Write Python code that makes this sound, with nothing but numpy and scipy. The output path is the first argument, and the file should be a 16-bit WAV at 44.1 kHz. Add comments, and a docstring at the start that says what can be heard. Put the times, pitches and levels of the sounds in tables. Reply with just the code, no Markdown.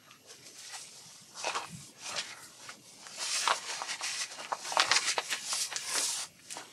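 """At a craft table in a small room, under one microphone, hands lift, slide and shuffle paper and card.
Light hissing slides come first; from 1.4 s folds snap in bursts, thickest and loudest from 4.4 to 5.8 s,
then the handling thins out to faint rubs. A faint hum and the whine of a lamp run throughout.
Slides, scuffs and bends are coloured gritty noise, snaps are short kinks answered by table top and room,
wobbles of loose sheets are narrow noise under soft swells, and the background is noise and unsteady tones."""
import sys
import numpy as np
from scipy import signal
from scipy.fft import rfft, irfft, next_fast_len
from scipy.io import wavfile
from scipy.ndimage import uniform_filter1d, map_coordinates

SR = 44100
rng = np.random.default_rng(int(sys.argv[2]) if len(sys.argv) > 2 else 0)


def store_pcm(level_fs):
    """Save levels as 16-bit WAV."""
    pcm = np.round(np.clip(level_fs, -1, 1) * 32767).astype(np.int16)
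    wavfile.write(sys.argv[1], SR, np.atleast_2d(pcm).T)


N = 296352  # samples, 6.72 s

# Strokes of the hands. Each row: peak time in seconds, rise in seconds, fall in seconds, sliding level in dB,
# bending level in dB, scuffing edges level in dB, fine sheen in dB over the slide; levels hold at the peak.
HAND_STROKES = [(0.05, .15, .1, -73.5, -69, -65, -12), (0.12, 0.12, 0.11, -58, -66, -59, -24),
                (0.309, .07, 0.11, -49, -60, -55.5, -10), (0.47, 0.08, .1, -47.5, -65, -55.5, -13),
                (0.59, 0.098, 0.56, -47, -66, -55, -9), (0.749, 0.066, 0.064, -46, -49, -45, -1.5),
                (0.81, 0.12, .08, -47, -67, -65, -7), (1.0, 1, 1, -51.5, -64, -62, -12),
                (1.403, 0.077, 0.12, -40.5, -47.5, -54.5, -12.5), (1.482, 0.064, 0.076, -40, -42, -36, -20),
                (1.566, 0.063, 0.076, -43, -34.5, -39.5, -26), (1.63, 0.065, 0.12, -59, -53, -48.5, -23),
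                (1.83, 0.9, 0.34, -51.5, -70, -61.5, -3), (2.092, 0.11, .1, -38, -48, -42.5, -11),
                (2.145, 0.062, 0.089, -57, -38.5, -45, -18),
                (2.187, 0.052, 0.061, -35.5, -41.5, -32.5, -32), (2.29, 0.22, 0.21, -49, -51.5, -46, -11),
                (2.38, .1, 0.092, -63, -55.5, -60, 2), (2.44, 0.084, 0.084, -51, -75, -66, 1.5),
                (2.64, 0.36, 0.6, -51.5, -57.5, -59, -7), (2.701, 0.093, 0.064, -49, -52.5, -49.5, -19),
                (2.89, 0.23, 0.44, -54, -69, -67.5, -6.5), (3.0, 0.032, 0.94, -54, -56.5, -64, -22),
                (3.231, 0.088, 0.17, -34, -46.5, -42.5, -12), (3.362, 0.21, .35, -31.5, -46, -36, -11),
                (3.515, 0.14, 0.053, -59, -41.5, -33.5, -23), (3.565, .15, 0.36, -44, -45, -55, -6),
                (3.71, 0.16, 0.34, -39, -44, -40, -14), (3.911, 0.1, 0.27, -38.5, -46, -40.5, -18),
                (4.042, 0.054, 0.59, -35, -46, -37.5, -14), (4.221, 0.078, 0.058, -34.5, -54, -40.5, -12),
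                (4.32, 0.057, 0.15, -44, -48, -48, -25), (4.399, 0.051, 0.19, -48.5, -42, -45.5, -7),
                (4.53, 0.064, .14, -46.5, -53, -50.5, -21), (4.671, 0.13, 1, -40.5, -45.5, -45, -7.5),
                (4.805, 0.057, 0.11, -39, -35, -31.5, -5), (4.92, 0.029, 0.047, -40, -29.5, -28.5, -24),
                (4.97, 0.086, 0.037, -27, -36.5, -28, -15), (5.092, 0.12, 0.086, -30, -46.5, -31, -12),
                (5.188, 0.029, 0.029, -42.5, -36, -32, -17), (5.26, 0.32, 0.25, -45.5, -58, -52, -8),
                (5.313, 0.039, .06, -34.5, -50, -36, -4), (5.331, 0.042, 0.067, -40, -40.5, -31.5, -15),
                (5.536, 0.24, 0.3, -36.5, -53.5, -43, -5.5), (5.618, 0.2, 0.11, -31.5, -65, -51, -5.5),
                (5.73, 0.028, 0.038, -59, -37, -39.5, -21), (5.77, 0.017, 0.12, -45, -65, -51, -24),
                (5.86, 0.14, 0.4, -43.5, -68, -45, -21), (5.971, 0.15, 0.18, -36, -40.5, -41, 1),
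                (6.05, 0.36, 0.4, -33.5, -66, -43.5, -3), (6.2, 0.14, .3, -43.5, -46, -48.5, -21),
                (6.46, 0.3, 0.37, -58.5, -71, -60, -4), (6.52, 0.059, .2, -46, -75, -53, -5.5),
                (6.585, 0.056, 0.1, -48.5, -48, -48.5, -7), (6.71, 0.25, .2, -59, -71, -55, -15)]
# Moments when sheets come apart and strokes past their peak stop. Each entry: time in seconds.
PARTINGS_S = [1.29, 1.9, 2.33, 2.74, 3.581, 3.942, 4.245, 5.12, 5.659, 6.233]
# Colour of sheet faces sliding. Each row: frequency in Hz, relative level in dB per Hz.
SLIDE_COLOUR = [(1880, -35), (3200, -7.5), (4360, -4), (4690, -1), (5740, 0.5), (9180, -9.5),
                (11000, -16.5), (14300, -69), (22000, -120)]
# Colour of the fine sheen on a slide. Each row: frequency in Hz, relative level in dB per Hz.
SHEEN_COLOUR = [(4710, -26), (8000, -3.5), (10600, -8.5), (13500, -27), (15500, -34)]
# Colour of scuffing edges. 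Each row: frequency in Hz, relative level in dB per Hz.
SCUFF_COLOUR = [(760, -37), (1200, -8), (1600, -1.5), (2300, -0.5), (2800, 0.5), (3400, -6.5), (4400, -3),
                (7500, -60)]
# Colour of bending sheets. Each row: frequency in Hz, relative level in dB per Hz.
BEND_COLOUR = [(120, -32.5), (220, -17.5), (400, -7.5), (700, 0), (1000, 1.5), (1400, -3.5), (2100, -17),
               (3300, -72)]
# Folds popping through; the row at 5.767 s is a strong return of the 5.7619 s snap from the hard surface
# nearby. # Each row: start in seconds, pop level in dB, pop pitch in Hz, crack level in dB, # crack pitch in
# kHz, share of after-slips from 0 to 1; levels are for a full kink, before the slips.
FOLD_SNAPS = [(0.1106, -41, 2950, -57, 5.7, 0.75), (1.4447, -29.5, 715, -23.5, 5.9, 0.35),
              (1.4711, -21.5, 660, -44, 5.3, 0.4), (1.4829, -30, 820, -30, 5.7, 0.3),
              (1.4966, -22.5, 1100, -50, 5.3, 0.3), (1.551, -24, 2200, -20.5, 7, 0.22),
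              (1.6463, -30, 1140, -37, 5.2, 0.15), (2.1623, -34, 667, -21, 5.2, 0.45),
              (2.183, -35, 2500, -15.5, 4.5, 0.5), (2.6884, -34.5, 1370, -54, 7.4, 0.63),
              (3.0676, -31.5, 1510, -29, 7.1, 0.13), (3.4756, -13.5, 1030, -16.5, 3.7, 0.25),
              (3.499, -15, 1080, -56, 5.2, 0.25), (3.5084, -12.5, 1120, -19, 3.5, 0.33),
              (3.5181, -20.5, 720, -47, 4.6, .15), (3.8181, -19, 970, -43, 5.1, 0.14),
              (4.0106, -31, 980, -49, 5.1, 0.45), (4.4484, -23.5, 2700, -29, 4.6, 0.2),
              (4.5203, -18, 1000, -60, 6.1, 0.52), (4.5277, -17, 865, -38, 4.2, 0.13),
              (4.652, -32, 2340, -41, 3.6, 0.5), (4.7215, -24, 720, -29, 5.6, 0.6),
              (4.7711, -11, 890, -24, 4.3, .18), (4.7975, -10.5, 1400, -5.5, 4.44, 0.22),
              (4.819, -30.5, 580, -14, 4.4, 0.3), (4.885, -24, 1140, -27, 6.2, 0),
              (4.9143, -18, 1520, -13, 4.9, 0.56), (4.9615, -15, 2730, -12, 4.4, 0.65),
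              (5.1806, -15.5, 694, -40, 4.6, 0), (5.183, -19, 970, -18, 3.7, 0.09),
              (5.3265, -16, 2170, -23, 5.6, 0.39), (5.5305, -22, 1100, -32, 6.7, 0.1),
              (5.7268, -21, 1990, -25, 3.3, 0.14), (5.7619, -23.5, 1950, -12, 6.6, 0.3),
              (5.767, -41, 2000, -38, 7.9, 0.2), (5.9534, -21, 1500, -36, 6.2, .35),
              (5.9818, -27.5, 2230, -18.5, 4.6, 0.67), (6.2183, -41, 2220, -32, 6.0, .1),
              (6.3916, -47, 2150, -65, 5.2, 0.85), (6.5063, -31, 2860, -23.5, 9.3, 0.48),
              (6.5177, -38, 2800, -55, 6.8, .1), (6.5255, -46, 2900, -17, 8, 0.22),
              (6.537, -37, 3000, -47, 6.7, 0.2), (6.5695, -27, 794, -54, 5.8, 0.15)]
# Loose sheets wobbling or ringing dully. Each row: centre in seconds, rms level in dB at the top of the swell,
# pitch in Hz, swell length (standard deviation) in seconds, half-width as a share of the pitch.
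SHEET_WOBBLES = [(0.12, -59, 1245, 0.031, 0.08), (0.312, -56.5, 466, 0.015, 0.13),
                 (0.75, -46.5, 820, 0.011, 0.16), (1.732, -43.5, 138, 0.027, 0.39),
                 (1.79, -49.5, 150, 0.034, 0.37), (2.155, -55.5, 176, 0.038, 0.58),
                 (2.387, -57, 1380, 0.071, 0.11), (2.4, -59, 1940, 0.063, 0.066),
                 (4.898, -53.5, 112, 0.024, 0.46), (5.98, -48, 354, 0.031, 0.42),
                 (6.585, -56, 320, 0.027, 0.15)]
# Decay of the small room. Each row: frequency in Hz, time to fall 60 dB in seconds.
ROOM_DECAY = [(300, 0.21), (2000, 0.046), (10000, 0.16)]
# Colour of room and microphone noise. Each row: frequency in Hz, relative level in dB per Hz.
AIR_COLOUR = [(15, -55), (25, -17), (148, 18), (615, 9), (722, 1), (1200, -20), (2560, -3), (2850, 6),
              (3730, -24), (6050, -1.5), (10900, -26), (12200, -11), (15500, -15.5)]
# Electric hum and whine. 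Each row: frequency in Hz, rms level in dB, half-width in Hz.
ELECTRIC_TONES = [(120, -75, 14), (6062, -82, 25), (11294, -74, 6)]

SWELL_DB, ROUNDNESS = 20.5, 0.9  # dB a slide gains over its rise and loses over its fall; 1 = pointed top
PARTING_DB_PER_S = 331  # how fast a slide stops when the sheets part
CRUMPLE_SWING = 0.88  # dB swing of bending and scuffing, as a multiple of the sliding's
SWELL_STEP = 32  # samples between points of the stroke curves
AIR_DB = -63  # rms
BAND_LIMIT_HZ = 15680


def rustle():
    """Sliding faces hiss high; edges scuff in the middle; bending sheets crackle low and coarse."""
    slide_db, bend_db, scuff_db, sheen_db = np.transpose(HAND_STROKES)[3:, :, None]
    slide_loss = swells()
    crumple_loss = CRUMPLE_SWING * slide_loss
    slide = strokes_level(slide_db - slide_loss) * grit(SLIDE_COLOUR, spiky_db=1.2, clump_db=1.0, patchy_db=2.0)
    sheen_level = strokes_level(slide_db + sheen_db - slide_loss)
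    sheen = sheen_level * grit(SHEEN_COLOUR, spiky_db=4.0, clump_db=0.1, patchy_db=5.0)
    scuff = strokes_level(scuff_db - crumple_loss) * grit(SCUFF_COLOUR, spiky_db=2.5, clump_db=1.4, patchy_db=3.5)
    bend = strokes_level(bend_db - crumple_loss) * grit(BEND_COLOUR, spiky_db=3, clump_db=1.87, patchy_db=3.5)
    return slide + sheen + scuff + bend


def swells():
    """Loss in dB of every stroke over time: up to its peak, then away, cut short when the sheets part."""
    peak, rise, fall = np.transpose(HAND_STROKES)[:3, :, None]
    t = np.arange(0, N, SWELL_STEP) / SR
    next_parting = np.append(PARTINGS_S, N / SR)[np.searchsorted(PARTINGS_S, peak)]
    distance = np.where(t < peak, (peak - t) / rise, (t - peak) / fall)
    return SWELL_DB * distance ** ROUNDNESS + PARTING_DB_PER_S * np.maximum(t - next_parting, 0)


def strokes_level(db):
    """Overlapping strokes add in power to one gain curve."""
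    together = np.linalg.norm(amp(db), axis=0)
    return np.interp(np.arange(N), np.arange(0, N, SWELL_STEP), together)


def grit(colour, spiky_db, clump_db, patchy_db):
    """Tiny contacts of uneven size, in clumps; narrow bands of their colour swell and fade slowly; rms 1."""
    spikes_db = spiky_db * np.minimum(rng.exponential(size=N), 5)  # a negative setting makes dips
    clumps_db = clump_db * (wobble(40) + wobble(150))
    contacts = rng.standard_normal(N) * amp(spikes_db + clumps_db)
    bands = signal.stft(contacts, nperseg=512)[2]
    patches = uniform_filter1d(rng.standard_normal(bands.shape), size=2, axis=0)  # across frequency
    patches = uniform_filter1d(patches, size=18, axis=1)  # along time, about 0.1 s
    patchy = signal.istft(bands * amp(patchy_db * unit(patches)), nperseg=512)[1][:N]
    return unit(filtered(patchy, lambda hz: amp(along(colour, hz))))


def snaps():
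    """Each fold gives a low pop and a sharp crack at its own pitch; a near surface and the room answer."""
    out, t = np.zeros(N + SR), np.arange(SR // 16) / SR
    for start, pop_db, pop_hz, crack_db, crack_khz, share in FOLD_SNAPS:
        crack_hz = 1000 * crack_khz
        chance, sizes = rng.random(len(t)), rng.standard_normal(len(t))
        dying = amp(-60 * t / 0.069)
        slips = share * dying * sizes * (chance < 1500 / SR)  # about 1500 slips a second
        slips[0] = 1 - share / 2  # a crumpling fold starts less sharply
        pop = amp(pop_db) * kink(t, pop_hz, 1.22, slips)
        crack = amp(crack_db) * kink(t, crack_hz, 1.3, slips)
        middle_gain = amp((pop_db + crack_db) / 2 - 8.0)
        middle = middle_gain * kink(t, np.sqrt(pop_hz * crack_hz), 1.0, slips)
        snap = pop - middle + crack  # the middle fills in between the two
        answer = amp(-9.5) * signal.fftconvolve(snap, tail())
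        answer[:len(t)] += snap
        answer[280:][:len(t)] += amp(-10.5) * snap  # back from a hard surface 6.3 ms later
        out[round(start * SR):][:len(answer)] += answer
    # the snaps carry little deep bass, and their cracks hold little above 11 kHz
    return filtered(out[:N], lambda hz: (1j * hz / (300 + 1j * hz)) ** 2 / (1 + (hz / 11000) ** 8))


def kink(t, hz, turns, slips):
    """A few cycles that start softly and stop soon, peak near 1, repeated by each smaller slip."""
    cycles = t * hz
    shape = np.sin(2 * np.pi * cycles) * np.sqrt(cycles) * np.exp(-(cycles / turns) ** 2)
    return signal.fftconvolve(slips, shape / np.abs(shape).max())[:len(t)]


def tail():
    """A dense room answer of energy 1 in which each frequency dies at its own speed."""
    hz, t, bands = signal.stft(rng.standard_normal(SR // 4), SR, nperseg=128)
    decay = amp(-60 * t / along(ROOM_DECAY, hz)[:, None])
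    dying = signal.istft(bands * decay, SR, nperseg=128)[1]
    return np.pad(dying / np.linalg.norm(dying), (150, 0))  # arrives 3.4 ms late


def wobbles():
    """A loose sheet flaps or rings dully: narrow rough noise under a soft swell."""
    out, t = np.zeros(N), np.arange(N) / SR
    for centre, db, pitch, length, width in SHEET_WOBBLES:
        swell = np.exp(-.5 * ((t - centre) / length) ** 2)
        rough = swell * rng.standard_normal(N)
        flap = filtered(rough, lambda hz: 1 / (1 + ((hz - pitch) / (width * pitch)) ** 4))
        out += amp(db) * unit(flap) * np.sqrt(np.mean(swell ** 2))
    return out


def background():
    """Room and microphone noise that drifts, and unsteady electric tones made of very narrow noise."""
    drift_db = 0.27 * wobble(3.5)
    total = amp(AIR_DB + drift_db) * grit(AIR_COLOUR, spiky_db=-3.2, clump_db=1.0, patchy_db=4.5)
    for pitch, db, width in ELECTRIC_TONES:
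        line = filtered(rng.standard_normal(N), lambda hz: 1 / (1 + ((hz - pitch) / width) ** 2))
        strength = uniform_filter1d(abs(line), size=2000) + .2 * line.std()
        total = total + amp(db) * unit(line / strength)  # wavers, but keeps its strength
    return total


def amp(db):
    """Decibels to gain."""
    return 10 ** (np.asarray(db) / 20)


def unit(x):
    """Scaled to rms 1."""
    return x / np.sqrt(np.mean(x ** 2) + 1e-20)


def along(points, hz):
    """Values between (Hz, value) points on a log frequency axis."""
    f, v = np.transpose(points)
    return np.interp(np.log(hz + 1), np.log(f + 1), v)


def wobble(rate):
    """A smooth random curve, rate knots a second."""
    knots = rng.standard_normal(int(N * rate / SR) + 4)
    return map_coordinates(knots, [np.arange(N) * rate / SR])


def filtered(x, response):
    """x times a complex response of frequency, padded so that the end does not wrap to the start."""
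    m = next_fast_len(N + SR // 2)
    return irfft(rfft(x, m) * response(np.fft.rfftfreq(m, 1 / SR)), m)[..., :N]


def scene():
    """The handling, its room answer and the background reach one microphone, which feeds both channels."""
    rub = rustle()
    rub_in_room = rub + amp(-10.5) * signal.fftconvolve(rub, tail())[:N]
    mono = rub_in_room + snaps() + wobbles() + background()
    return np.array([mono, mono])


def record(dry):
    """The microphone drops the deepest bass; nothing above the band limit is kept."""
    return filtered(dry, lambda hz: (1j * hz / (45 + 1j * hz)) ** 2 * (hz < BAND_LIMIT_HZ))


dry = scene()
out = record(dry)
store_pcm(out)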